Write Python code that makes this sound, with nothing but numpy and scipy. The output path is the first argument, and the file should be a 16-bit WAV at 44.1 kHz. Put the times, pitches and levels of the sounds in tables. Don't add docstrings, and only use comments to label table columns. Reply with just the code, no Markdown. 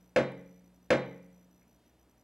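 import sys
import numpy as np
from scipy import signal
from scipy.fft import rfft, irfft, next_fast_len
from scipy.io import wavfile

SR = 44100
rng = np.random.default_rng(int(sys.argv[2]) if len(sys.argv) > 2 else 0)


def log_audio(samples):
    frames = np.atleast_2d(samples).T
    limited = np.clip(frames, -1, 1)
    pcm = np.round(limited * 32767).astype(np.int16)
    wavfile.write(sys.argv[1], SR, pcm)


N = 98739
T_S = np.arange(N) / SR

# start_s, strength_db, hardness_db
BLOWS = [(-.58, 0, -1.5), (0.1609, -1.5, 0.5), (0.9041, -1, 2)]
# pitch_hz, level_db, t60_s, rise_s
MODES = [(134.86, -27.5, 0.53, 0.022), (179.9, -41.5, 1.88, .004), (204.3, -35.5, 0.61, .004),
         (230.3, -23.5, 0.27, .006), (280.8, -39, 0.87, .004), (311.3, -30.5, .3, .003),
         (364, -25.5, 0.34, 0.0021), (453, -39, 0.85, .004), (509.9, -11.5, .19, 0.0027),
         (539, -34, 0.73, 0.0075), (562.8, -14, .19, .003), (622.7, -23.5, 0.26, 0.00067),
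         (671.8, -20.5, 0.22, 0.0017), (857, -32.5, .25, .002)]
# pitch_hz, half_width_hz, level_db, t60_s
ROOM_TONES = [(498, 14, -31.5, 0.56), (955, 49, -36.5, .28), (1124, 18, -41, .33), (1242, 10, -38.5, 0.32),
              (1410, 36, -47, 0.36), (2018, 23, -45, .65), (2354, 60, -45, 0.65), (3897, 200, -45, 0.41)]
# band_hz, wood_level_db, echo_level_db, echo_t60_s
RING = [(60, -44.5, -61, 1), (130, -41.5, -51.5, 1), (260, -24, -41.5, 0.64), (481.5, -26.5, -32.5, 0.62),
        (950, -28, -40.5, 0.49), (2100, -23.5, -42, 0.63), (3600, -38.5, -49.5, .46),
        (6120, -39.5, -55.5, 0.35), (8240, -46, -63, 0.28), (10160, -53.5, -79.5, 0.2),
        (15000, -60.5, -84.5, .25)]
# pitch_hz, rms_level_db
HUM = [(60, -74.5), (120, -77.5), (180, -85), (963, -87.5)]
# band_hz, density_db
AIR = [(25, -31.5), (48, -4.5), (71, -3.5), (88, -13), (177, -8.5), (280, -3), (400, -11.5), (600, -11),
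       (1110, -21), (3000, -26.5), (6000, -30.5), (15500, -29.5)]
BUZZ_DB = [-66.5, -66]
# start_s, centre_hz, width_octaves, decay_s, level_db
CLICK_AND_KNOCK = [(.32, 8000, 2.3, 0.00078, -50), (1.616, 2080, 0.5, .022, -70.5)]
# band_hz, side_re_mid_db
SIDE = [(100, -47.5), (500, -35.5), (1400, -23), (2800, -13.5), (5500, -8), (15000, -11)]

WOOD_T60_S, WOOD_BUILD_CYCLES = 0.16, 0.95
ECHO_BUILD_S = 0.015
GRAIN_DB, GRAIN_HZ = 4, 45.27
BLOW_VARIETY = 0.35
CRACK_LAG_S, CRACK_DECAY_S, CRACK_HZ, CRACK_OCTAVES, CRACK_DB = 0.0026, 0.002, 2100, 0.54, -15.5
GAVEL_LOW_CUT_HZ = 70
AIR_RMS_DB = -67.5
BUZZ_RATE_HZ, BUZZ_HZ, BUZZ_PIP_S = 59.94, 5932, 0.0022
BUZZ_SHARE, BUZZ_GROUP_S = 0.6, 0.045
RUSTLE_S, RUSTLE_LENGTH_S, RUSTLE_HZ, RUSTLE_DB = 1.84, 0.1, 3080, -81.5
OVERLOAD_DB, OVERLOAD_KNEE = -17.5, 4.3
LOW_CUT_HZ, TREBLE_HZ, TOP_HZ = 14, 9200, 15800


def undb(db):
    return 10 ** (np.asarray(db) / 20)


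def fade(t60_s):
    return np.exp(-np.log(1000) * T_S / t60_s)


def build(rise_s):
    return 1 - np.exp(-T_S / max(rise_s, 1e-5))


def at(hz, table, axis=1):
    table = np.array(table, float)
    return np.interp(np.log(np.maximum(hz, 1)), np.log(table[:, 0]), table[:, axis])


def shape(x, gain):
    size = next_fast_len(N)
    f_hz = np.maximum(np.fft.rfftfreq(size, 1 / SR), 1)
    return irfft(rfft(x, size) * gain(f_hz), size)[:N]


def noise(gain):
    x = shape(rng.standard_normal(N), gain)
    return x / x.std()


def add(out, x, start_s):
    i = int(round(start_s * SR))
    x, i = x[max(-i, 0):], max(i, 0)
    out[i:i + len(x)] += x[:N - i]


def snap(start_s, hz, octaves, decay_s, db):
    out = np.zeros(N)
    burst = noise(lambda f: 1 / (1 + (np.log2(f / hz) / octaves) ** 2) ** 2)
    add(out, undb(db) * burst * np.exp(-T_S / decay_s), start_s)
    return out


def block_and_desk():
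    out = np.zeros(N)
    for k, (hz, db, t60_s, rise_s) in enumerate(MODES):
        sign = (-1) ** k
        mode = np.sin(2 * np.pi * hz * T_S) * fade(t60_s) * build(rise_s)
        out += sign * undb(db) * mode
    return out


def dense_ring(grain):
    out = np.zeros(N)
    wood_fade, echo_swell = fade(WOOD_T60_S), build(ECHO_BUILD_S)
    f_hz = np.fft.rfftfreq(next_fast_len(N), 1 / SR)
    peaks = undb(GRAIN_DB * np.interp(f_hz / GRAIN_HZ, np.arange(len(grain)), grain))
    for hz in 45 * 2 ** (np.arange(18) / 2):
        band = noise(lambda f: peaks * np.cos(np.pi / 2 * np.clip(2 * np.log2(f / hz), -1, 1)))
        wood = undb(at(hz, RING, axis=1)) * wood_fade * build(WOOD_BUILD_CYCLES / hz)
        echo = undb(at(hz, RING, axis=2)) * fade(at(hz, RING, axis=3)) * echo_swell
        out += band * (wood + echo)
    return out / np.sqrt(2)


def room_tones():
    out = np.zeros(N)
    for hz, half_width_hz, db, t60_s in ROOM_TONES:
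        tone = noise(lambda f: 1 / (1 + ((f - hz) / half_width_hz) ** 4))
        out += undb(db) * fade(t60_s) * tone
    return build(ECHO_BUILD_S) * out / np.sqrt(2)


def gavel():
    grain = rng.standard_normal(size=1000)
    out = np.zeros(N)
    knock, shared_ring, tones = block_and_desk(), dense_ring(grain), room_tones()
    crack = snap(CRACK_LAG_S, CRACK_HZ, CRACK_OCTAVES, CRACK_DECAY_S, CRACK_DB)
    for start_s, strength_db, hardness_db in BLOWS:
        ring = shared_ring + BLOW_VARIETY * dense_ring(grain)
        ring /= np.hypot(1, BLOW_VARIETY)
        blow = knock + undb(hardness_db) * (ring + tones + crack)
        add(out, undb(strength_db) * blow, start_s)
    low_cut = signal.butter(2, GAVEL_LOW_CUT_HZ, "high", fs=SR, output="sos")
    return signal.sosfilt(low_cut, out)


def chamber_air():
    out = undb(AIR_RMS_DB) * noise(lambda f: undb(at(f, AIR)) * (f > 25))
    for hz, rms_db in HUM:
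        out += undb(rms_db) * np.sqrt(2) * np.sin(2 * np.pi * (hz * T_S + rng.random()))
    return out


def buzz():
    out, t_s = np.zeros(N), np.arange(1024) / SR
    window = np.exp(-((t_s - t_s.mean()) / BUZZ_PIP_S) ** 2)
    starts_s = np.arange(0, N / SR, 1 / BUZZ_RATE_HZ)
    run_chance, phases_cycles = rng.random((2, len(starts_s)))
    for start_s, phase_cycles in zip(starts_s, phases_cycles):
        run = int(start_s / BUZZ_GROUP_S) % len(starts_s)
        if run_chance[run] < BUZZ_SHARE:
            cycles = BUZZ_HZ * t_s + phase_cycles
            pip = sum(undb(db) * np.sin(2 * np.pi * (k + 1) * cycles) for k, db in enumerate(BUZZ_DB))
            add(out, window * pip, start_s)
    return out


def click_and_knock():
    return sum(snap(*burst) for burst in CLICK_AND_KNOCK)


def rustle():
    swell = np.exp(-((T_S - RUSTLE_S) / RUSTLE_LENGTH_S) ** 2)
    return undb(RUSTLE_DB) * swell * noise(lambda f: np.exp(-np.log2(f / RUSTLE_HZ) ** 2))


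def scene():
    mono = gavel() + chamber_air() + buzz() + click_and_knock() + rustle()
    return np.array([mono, mono])


def overload(x):
    ceiling = undb(OVERLOAD_DB)
    x = signal.resample_poly(x, 2, 1, axis=1) / ceiling
    x = ceiling * x / (1 + np.abs(x) ** OVERLOAD_KNEE) ** (1 / OVERLOAD_KNEE)
    return signal.resample_poly(x, 1, 2, axis=1)


def spread(x):
    def turn(way):
        return lambda f: np.exp(1j * way * np.arctan(undb(at(f, SIDE))))
    return np.array([shape(channel, turn(way)) for channel, way in zip(x, (-1, 1))])


def record(dry):
    x = spread(overload(dry))
    x = signal.sosfilt(signal.butter(1, LOW_CUT_HZ, "high", fs=SR, output="sos"), x)
    x = signal.sosfilt(signal.butter(1, TREBLE_HZ, fs=SR, output="sos"), x)
    return signal.sosfilt(signal.ellip(8, 0.2, 70, TOP_HZ, fs=SR, output="sos"), x)


dry = scene()
out = record(dry)
log_audio(out)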